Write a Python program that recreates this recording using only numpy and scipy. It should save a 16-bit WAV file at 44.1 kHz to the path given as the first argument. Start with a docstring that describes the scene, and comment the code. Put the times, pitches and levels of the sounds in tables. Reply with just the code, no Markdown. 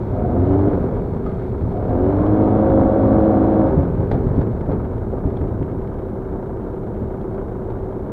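"""Closed cabin of a gyroplane taxiing over grass, microphone between the seats. Close behind, the
four-cylinder engine gets two bursts of throttle, then settles to a lumpy idle; its orders beat with
the geared three-blade propeller. Underneath, the wheels rumble and thump on the turf and grass
brushes the tyres. All around, at arm's length, loose fittings knock and chatter."""
import sys
import numpy as np
from scipy import signal
from scipy.fft import rfft, irfft
from scipy.io import wavfile
from scipy.ndimage import uniform_filter1d

SR = 44100
rng = np.random.default_rng(int(sys.argv[2]) if len(sys.argv) > 2 else 0)


def store_wav(level_fs):
    """Save 16-bit WAV to argv[1]."""
    pcm = np.round(np.clip(np.atleast_2d(level_fs), -1, 1) * 32767)
    wavfile.write(sys.argv[1], SR, pcm.T.astype(np.int16))


N = 358091
TIME = np.arange(N) / SR

# grass brushing the wheels as the roll slows: t/s, level/dB
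GRASS_LEVEL = [(0, -61.5), (1.5, -63.5), (3, -70), (4.3, -64), (5, -72), (6.5, -77.5), (8.12, -78.5)]
# wheel rumble, set by rolling speed and the state of the turf: t/s, level/dB
RUMBLE_LEVEL = [(0, -23.5), (1, -21.5), (1.55, -25), (2.1, -20.5), (3.3, -24.5), (4.2, -21.5), (5.3, -26),
                (6.6, -32.5), (8.12, -31.5)]
# spectra of grass, loose parts, knocks, turf rumble and shuddering shell: f/Hz, relative level/dB
GRASS_SPECTRUM = [(1000, -22.5), (2100, 16.5), (2700, 5), (3500, -0.5), (4250, 3), (4900, -18), (5500, -11),
                  (6300, -27.5), (12000, -38.5)]
CLATTER_SPECTRUM = [(500, -14), (900, 0), (1500, -1), (2100, -7), (2800, -17), (3300, -17), (4200, -27),
                    (6000, -40), (12000, -50)]
KNOCK_SPECTRUM = [(150, -16), (400, 16), (850, 12), (1300, 0), (2200, -10.5), (2800, -18), (3400, -15),
                  (4200, -17), (6000, -32), (9000, -40), (15000, -41)]
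TURF_SPECTRUM = [(8, -23), (20, -5.5), (35, 0), (75, 4), (115, 6), (150, -2.5), (260, -1.5), (450, -30.5),
                 (1000, -80.5)]
SHELL_SPECTRUM = [(100, -11.5), (180, -0.5), (400, 3.5), (600, -5), (1000, -16.5), (1600, -27),
                  (2600, -48.5), (6000, -73.5)]
# resonances of the thin metal trim: f/Hz, width/Hz, level/dB
TRIM_MODES = [(3290, 150, -4), (3620, 160, -8), (4250, 130, -1), (5490, 48, -11)]
# fittings knocking: t/s, peak/dB, treble tilt/(dB per octave), t60/s, trim ring/dB
KNOCKS = [(1.264, -29, -1, 0.11, -9), (1.345, -37, 1, .08, -9), (1.714, -31, -1, .08, -12),
          (1.895, -33, 0, .05, -12), (2.262, -28, -.5, .05, -12), (4.113, -12.5, -.7, 0.045, -14),
          (4.132, -21, -2.6, 0.17, -9), (4.238, -45, 3.5, .02, -9), (4.272, -33, -1, 0.03, -9),
          (4.357, -27, -2, .06, -9), (4.394, -38, 2.5, .015, -9), (4.411, -22, -3.2, 0.08, -9),
          (4.607, -31, -1.5, .03, -7), (4.715, -21.5, -1, .045, -16), (5.124, -15, -9.5, .1, -12),
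          (5.300, -31, -1.5, .05, -9), (5.368, -31, -1, .035, 13), (6.668, -28, -4, .07, -9),
          (6.942, -31, -2, .04, -3), (7.210, -32, -1.5, .04, 4), (7.342, -30, -2, .06, -12),
          (7.700, -24, -3.5, .065, -14)]
# small metal part rung by the first knock: f/Hz, level/dB, t60/s
CLINK_MODES = [(1220, -6, 0.29), (1270, 1.5, 0.096), (2050, -18, 0.12)]
# wheels dropping into ruts: t/s, airframe thump peak/dB, shell shudder peak/dB
RUTS = [(0.824, -20, -19), (2.699, -11, -31), (3.152, -15, -35), (3.774, -4.5, -17), (3.99, -9.5, -19),
        (4.125, -9.5, -14), (4.26, -8.5, -23.5), (4.306, -11, -17.5), (4.375, -6.5, -15.5),
        (4.606, -17, -24.5), (4.68, -13, -14), (4.835, -14, -24), (5.251, -7.5, -21), (5.41, -14, -20),
        (5.601, -12, -30), (6.3, -18, -30)]
# low modes of the airframe: f/Hz, level/dB, t60/s
AIRFRAME_MODES = [(52.4, -3, 0.15), (82.7, 3.5, 0.11), (139, 1, 0.1), (170, -0.5, 0.077),
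                  (278.8, -0.5, 0.098)]

# bursts of throttle: opens/s, closes/s, crank speed gained/Hz
THROTTLE_BURSTS = [(.01, .668, 22.4), (1.612, 3.668, 23.92)]
# crank speed with the throttle shut, sinking a little: t/s, f/Hz
IDLE_SPEED = [(0, 30), (1.6, 30.2), (3.05, 30), (3.65, 29.4), (5, 29.52), (8.12, 29.29)]
# crank speed at the three power settings (idle, half throttle, taxi power): f/Hz
SPEEDS_HZ = [29.38, 47.8, 53.28]
# how drone, blade wash and valve gear grow over those settings: relative level/dB
DRONE_DB = [-28.5, -18.5, -16.5]
WASH_DB = [-43, -37, -33.5]
VALVES_DB = [-73.5, -67.5, -63]
# the four firings of a cycle: relative level/dB
CYLINDERS_DB = [0, -2.2, -.2, -2.4]
# resonances of the airbox, of silencer and cabin, and of the panels: f/Hz, width/Hz, level/dB
AIRBOX_MODES = [(524.5, 24, -2), (613, 26, 0.5), (667, 46, -2.5), (720, 38, -0.5)]
BURBLE_MODES = [(80, 25, -0.5), (169, 30, 0.5), (264, 71, -6), (380, 50, -0.5), (532, 50, -7)]
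PANEL_MODES = [(432, 54, -5.5), (503, 72, 3), (620, 38, 2.5), (707, 55, -3), (814, 64, -7),
               (924, 100, -5.5), (1205, 235, -13)]
# spectra of cabin boom, wash leaking in and valve gear: f/Hz, relative level/dB
BOOM_SPECTRUM = [(60, -26.5), (100, -9), (150, -7), (175, 2.5), (205, -5), (235, -5.5), (310, 0.5),
                 (400, 0.5), (455, -1.5), (500, -4.5), (560, -9), (750, -28.5), (1500, -80.5)]
LEAK_SPECTRUM = [(200, -14.5), (400, -4), (560, -9), (700, -4.5), (1000, -11.5), (1250, -18), (1600, -19.5),
                 (1900, -30.5), (2200, -32), (2700, -50), (5000, -76)]
VALVE_SPECTRUM = [(1000, -12.5), (2000, -3), (2700, 1.5), (3400, 0.5), (4100, -1), (4800, -13),
                  (5500, -15.5), (6500, -26.5), (12000, -50)]
# lift that a standing wave across the cabin gives to tones on its pitch: t/s, level/dB
CABIN_LIFT = [(0, 7), (.45, 7.5), (1.1, 12), (1.4, 7), (2.1, 6), (3.6, 8), (4.15, 13), (4.6, 5), (5.8, 8.5),
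              (6.7, 9.5), (8.12, 8)]
# propeller tones: multiple of blade rate, level/dB against the drone at each power setting
BLADE_ORDERS = [(1, -9.5, -20.5, -14.5), (2, -10, -21, -24.5), (3, -12, -15, -14), (4, -18, -26, -10),
                (5, -25.5, -23.5, -24.5), (6, -18.5, -31.5, -28), (7, -25, -25.5, -16)]
# whine of reduction and timing gears: multiple of crank speed, level/dB likewise
GEAR_ORDERS = [(21, -28, -33, -29), (42, -57, -61, -55), (63, -66, -59, -62.5), (84, -71, -64, -76),
               (105, -72, -68, -80), (128, -59, -84, -86)]
# engine orders, the halves from unequal cylinders: multiple of crank speed, level/dB likewise
ENGINE_ORDERS = [(.5, -19, -30, -28), (1, -16, -32, -32), (1.5, -19, -24, -18), (2, -30, -5.5, -9.5),
                 (3, -15, -27.5, -24), (4, -14, -21, -8), (5, -19, -17, -10.7), (5.5, -27, -19, -20.5),
                 (6, -17, -4.7, -5), (6.5, -28, -20, -21), (7, -12, -19, -21.5), (8, -22, -11.5, -16),
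                 (9, -23, -23, -26), (10, -23, -20, -7.3), (10.5, -29, -26, -30), (11, -18, -24, -19),
                 (11.5, -29, -28, -20.5), (12, -13, -15, -21), (12.5, -32, -29, -26), (13, -16, -29, -28),
                 (13.5, -30, -28, -23.5), (14, -20, -19, -15.5), (17, -32, -31, -27.5)]

BLADES_PER_TURN = 3 * 21 / 51  # three blades, geared down from the crank
CABIN_MODE_HZ, CABIN_WIDTH_HZ = 381, 38


def undb(db):
    """Decibels to gain."""
    return 10 ** (np.asarray(db) / 20)


def unit(x):
    """Scale to rms 1."""
    return x / np.sqrt(np.mean(x ** 2))


def curve(table):
    """A table of (time, value) joined by straight lines."""
    return np.interp(TIME, *np.transpose(table))


def walk(rate_hz):
    """Smooth random wander of rms 1."""
    hold = int(SR / rate_hz)
    steps = np.repeat(rng.standard_normal(N // hold + 2), hold)
    return unit(uniform_filter1d(steps, hold)[:N])


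def lag(x, seconds):
    """Follow x with the inertia of a spinning mass."""
    keep = np.exp(-1 / (seconds * SR))
    return signal.lfilter([1 - keep], [1, -keep], x)


def colour(x, spectrum, tilt_db=0):
    """Causal filter through (f/Hz, level/dB) points, tilted per octave above the second point."""
    size = 4096
    octave = np.log2(np.maximum(np.arange(size // 2 + 1) * SR / size, 1))
    hz, db = np.transpose(spectrum)
    gain_db = np.interp(octave, np.log2(hz), db) + tilt_db * np.maximum(octave, np.log2(hz[1]))
    # folding the cepstrum gives minimum phase
    cepstrum = irfft(np.log(undb(gain_db)))
    cepstrum[1:size // 2] *= 2
    cepstrum[size // 2 + 1:] = 0
    return signal.fftconvolve(x, irfft(np.exp(rfft(cepstrum))))[:len(x)]


def resonate(x, hz, width):
    """One resonance, gain 1 at its centre."""
    return signal.lfilter(*signal.iirpeak(hz, hz / width, fs=SR), x)


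def band(x, hz, width):
    """A resonance applied twice for steeper skirts, at rms 1."""
    return unit(resonate(resonate(x, hz, width), hz, width))


def burst(t60):
    """A dense ring of thin panels: noise dying away."""
    t = TIME[:SR // 3]
    return rng.standard_normal(len(t)) * undb(-60 * t / t60)


def add(out, sound, start_s, peak_db):
    """Mix a short sound in at a time and peak level."""
    i = int(start_s * SR)
    out[i:i + len(sound)] += (undb(peak_db) * sound / np.abs(sound).max())[:N - i]


def trim(x):
    """The thin metal trim rings along with whatever shakes it."""
    return sum(undb(db) * resonate(x, hz, width) for hz, width, db in TRIM_MODES)


def grass():
    """Below the floor, grass flicks the tyres and fairings in patches; the trim rings along."""
    flicks = rng.standard_normal(N) * undb(1.7 * walk(900) + 1.2 * walk(12))
    swish = unit(colour(flicks, GRASS_SPECTRUM))
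    return undb(curve(GRASS_LEVEL)) * (swish + undb(-7) * unit(trim(flicks)))


def clatter(parts=4, contacts_per_s=55, spread_db=5, shake_s=.06):
    """Loose parts around the cabin chatter at random, harder on rough turf and a touch after ruts."""
    shake = sum((TIME > s) * np.exp(-np.abs(TIME - s) / shake_s) for s, *_ in RUTS)
    chatter = 0
    for _ in range(parts):
        contacts = rng.random(N) < contacts_per_s / parts / SR
        sizes = undb(rng.uniform(-spread_db, spread_db, N))
        chatter = chatter + signal.oaconvolve(contacts * sizes, burst(t60=.058))[:N]
    # well under the rumble, and following it only up to a ceiling
    level_db = np.minimum(curve(RUMBLE_LEVEL), -28) - 29 + .5 * np.minimum(shake, 1)
    return undb(level_db) * unit(colour(chatter, CLATTER_SPECTRUM))


def fittings(contact_s=.002):
    """Fittings knock on the shell close by; hard contacts are brighter, and some rattle the trim."""
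    out = np.zeros(N)
    t = TIME[:SR // 3]
    seating = 1 - np.exp(-t / contact_s)
    rattle_hz, rattle_width, _ = TRIM_MODES[0]
    for s, peak_db, tilt_db, t60, trim_db in KNOCKS:
        knock = colour(burst(t60) * seating, KNOCK_SPECTRUM, tilt_db)
        rattle = undb(trim_db) * resonate(knock, rattle_hz, 2 * rattle_width)
        add(out, knock + rattle, s, peak_db)
    clink = sum(undb(db - 60 * t / t60) * np.sin(2 * np.pi * hz * t) for hz, db, t60 in CLINK_MODES)
    add(out, clink, KNOCKS[0][0], peak_db=-28)
    return out


def wheels():
    """Turf rumbles up through the undercarriage; ruts ring the airframe and shake the cabin shell."""
    tussocks_db = 1.5 * walk(12)
    rumble = unit(colour(rng.standard_normal(N), TURF_SPECTRUM))
    out = undb(curve(RUMBLE_LEVEL) + tussocks_db) * rumble
    t = TIME[:SR // 3]
    tyre_give = 1 - np.exp(-t / .01)
    for s, thump_db, shudder_db in RUTS:
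        detunes = 1 + .026 * rng.standard_normal(len(AIRFRAME_MODES))
        thump = sum(undb(db - 60 * t / t60) * np.sin(2 * np.pi * (hz * detune * t + rng.random()))
                    for (hz, db, t60), detune in zip(AIRFRAME_MODES, detunes))
        add(out, thump * tyre_give, s, thump_db)
        add(out, colour(burst(t60=.6) * tyre_give, SHELL_SPECTRUM), s, shudder_db)
    return out


def throttle(open_s=.317, close_s=.131, spin_lag_s=.22):
    """Lever position (0-1), the crank speed it asks for (Hz) and the speed that follows (Hz)."""
    lever, gained_hz = 0, 0
    for opens, closes, gain_hz in THROTTLE_BURSTS:
        push = np.clip((TIME - opens) / open_s, 0, 1) * np.clip(1 - (TIME - closes) / close_s, 0, 1)
        lever = lever + push
        gained_hz = gained_hz + gain_hz * push
    idle_hz = curve(IDLE_SPEED)
    return lever, idle_hz + gained_hz, idle_hz + lag(gained_hz, spin_lag_s)


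def firings(turns, scatter_db, decay, knock_gain):
    """Two firings a turn: each a turbulent puff and a knock that takes its own cylinder's path."""
    count = (2 * turns).astype(int)
    cylinder = count % 4
    size = undb(np.array(CYLINDERS_DB)[cylinder] + scatter_db * rng.standard_normal(N // 100)[count])
    pulses = size * np.diff(count, prepend=0)
    knocks = sum(signal.oaconvolve(pulses * (cylinder == c), burst(t60=.061))[:N] for c in range(4))
    # decay counts in firing intervals
    puffs = size * np.exp(-(2 * turns % 1) / decay) * rng.standard_normal(N)
    return unit(knock_gain * unit(knocks) + unit(puffs))


def turbo(lever, load, top_hz=7300):
    """A faint, unsteady turbo-like whistle spools up and dies when the lever shuts."""
    spool = lag(load, seconds=.15)
    hz = top_hz * (1 + spool) / 2 * (1 + .012 * walk(300))
    return undb(-84 + 2 * walk(10)) * lever * spool * np.sin(2 * np.pi * np.cumsum(hz) / SR)


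def valve_gear(turns):
    """Small impacts of unequal size make a gritty hiss."""
    grit = undb(.64 * walk(400))
    return unit(colour(grit * firings(turns, scatter_db=1.3, decay=4, knock_gain=.2), VALVE_SPECTRUM))


def intake(lever, load):
    """Air rushes past the open throttle plate and rings the airbox until the crank catches up."""
    opening = np.clip((lever - .24) / .16, 0, 1)
    rush = opening * np.sqrt(np.clip(lever - load, 0, 1))
    airbox = sum(undb(db) * band(rng.standard_normal(N), hz, width) for hz, width, db in AIRBOX_MODES)
    return undb(-26.5) * rush * unit(airbox)


def burble(turns, overrun):
    """Throttle shut, the spinning engine fires raggedly into the silencer and cabin resonances."""
    ragged = firings(turns, scatter_db=2, decay=.6, knock_gain=.4)
    rings = sum(undb(db) * band(ragged, hz, width) for hz, width, db in BURBLE_MODES)
    return undb(-19) * np.sqrt(overrun) * unit(rings)


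def blade_wash(turns):
    """Engine noise, lightly chopped by the blades, gets in by a broad leak and resonant panels."""
    chop = 1 + .023 * np.cos(2 * np.pi * BLADES_PER_TURN * turns)
    outside = chop * firings(turns, scatter_db=1.2, decay=7.4, knock_gain=.52)
    f = np.geomspace(100, SR / 2, 400)
    leak_hz, leak_db = np.transpose(LEAK_SPECTRUM)
    power = undb(np.interp(np.log(f), np.log(leak_hz), leak_db)) ** 2
    for hz, width, db in PANEL_MODES:
        power = power + undb(db) ** 2 / (1 + 2 * ((f - hz) / width) ** 2) ** 2
    return unit(colour(outside, np.column_stack([f, 10 * np.log10(power)])))


def cabin_boom(turns):
    """The firings boom in the closed cabin."""
    return unit(colour(firings(turns, scatter_db=0, decay=2, knock_gain=.37), BOOM_SPECTRUM))


def shaft_tones(turns, hz, lever, orders, waver_db, slip_rad, ratio=1):
    """Shaft harmonics waver with uneven combustion; the cabin lifts those on its standing wave."""
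    lift_db = curve(CABIN_LIFT)
    # an open lever pulls towards the half-throttle balance before the crank has sped up
    balance_hz = hz + .6 * lever * np.maximum(SPEEDS_HZ[1] - hz, 0)
    out = 0
    for order, *levels in orders:
        multiple = order * ratio
        on_mode = np.exp(-2 * ((multiple * hz - CABIN_MODE_HZ) / CABIN_WIDTH_HZ) ** 2)
        db = np.interp(balance_hz, SPEEDS_HZ, levels) + lift_db * on_mode + waver_db * walk(14)
        # the airframe spreads the orders in phase, so they drone instead of clicking
        cycles = multiple * turns + .38 * multiple ** 2
        out = out + undb(db) * np.sin(2 * np.pi * cycles + slip_rad * walk(22))
    return out


def engine():
    """Just behind the seats: crank, gear and propeller tones over the noise of gas, air and valves."""
    lever, asked_hz, hz = throttle()
    # loudness follows the load, so it runs a little ahead of the speed
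    effort_hz = hz + .25 * (asked_hz - hz)
    drone_db = np.interp(effort_hz, SPEEDS_HZ, DRONE_DB)
    wash_db = np.interp(effort_hz, SPEEDS_HZ, WASH_DB) + 8
    valves_db = np.interp(effort_hz, SPEEDS_HZ, VALVES_DB)
    load = np.interp(hz, SPEEDS_HZ[::2], [0, 1])  # 0 at idle, 1 at taxi power
    # with the lever shut and the crank still fast, the firings go weak
    overrun = np.clip(3 * (load - lever), 0, 1) * load ** 1.7
    tones_db = drone_db + 4 - 10 * overrun
    boom_db = drone_db - 2.5 - 6.5 * np.sqrt(load) * (1 - overrun / 2)
    # the flywheel runs less evenly at idle
    wobble = (.00085 + .00097 * (1 - load)) * walk(25)
    turns = np.cumsum(hz * (1 + wobble)) / SR
    crank = shaft_tones(turns, hz, lever, ENGINE_ORDERS, waver_db=2.1, slip_rad=.28)
    gears = shaft_tones(turns, hz, lever, GEAR_ORDERS, waver_db=2.2, slip_rad=.72)
    gears = gears + undb(7) * trim(gears)  # the whine swells as it crosses the trim's resonances
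    blades = shaft_tones(turns, hz, lever, BLADE_ORDERS, waver_db=1.5, slip_rad=.063,
                         ratio=BLADES_PER_TURN)
    return (undb(tones_db) * (crank + gears + blades)
            + undb(boom_db) * cabin_boom(turns)
            + undb(wash_db) * blade_wash(turns)
            + undb(valves_db) * valve_gear(turns)
            + intake(lever, load) + burble(turns, overrun) + turbo(lever, load))


def scene():
    """Everything heard between the seats, in mono."""
    return (engine() + wheels() + grass() + fittings() + clatter())[None]


def record(dry):
    """The camera's microphone adds faint hiss and cuts the top."""
    hiss = undb(-69.7) * rng.standard_normal(dry.shape)
    top_hz = 15300
    return signal.sosfilt(signal.ellip(8, .2, 70, top_hz, fs=SR, output="sos"), dry + hiss)


dry = scene()
out = record(dry)
store_wav(out)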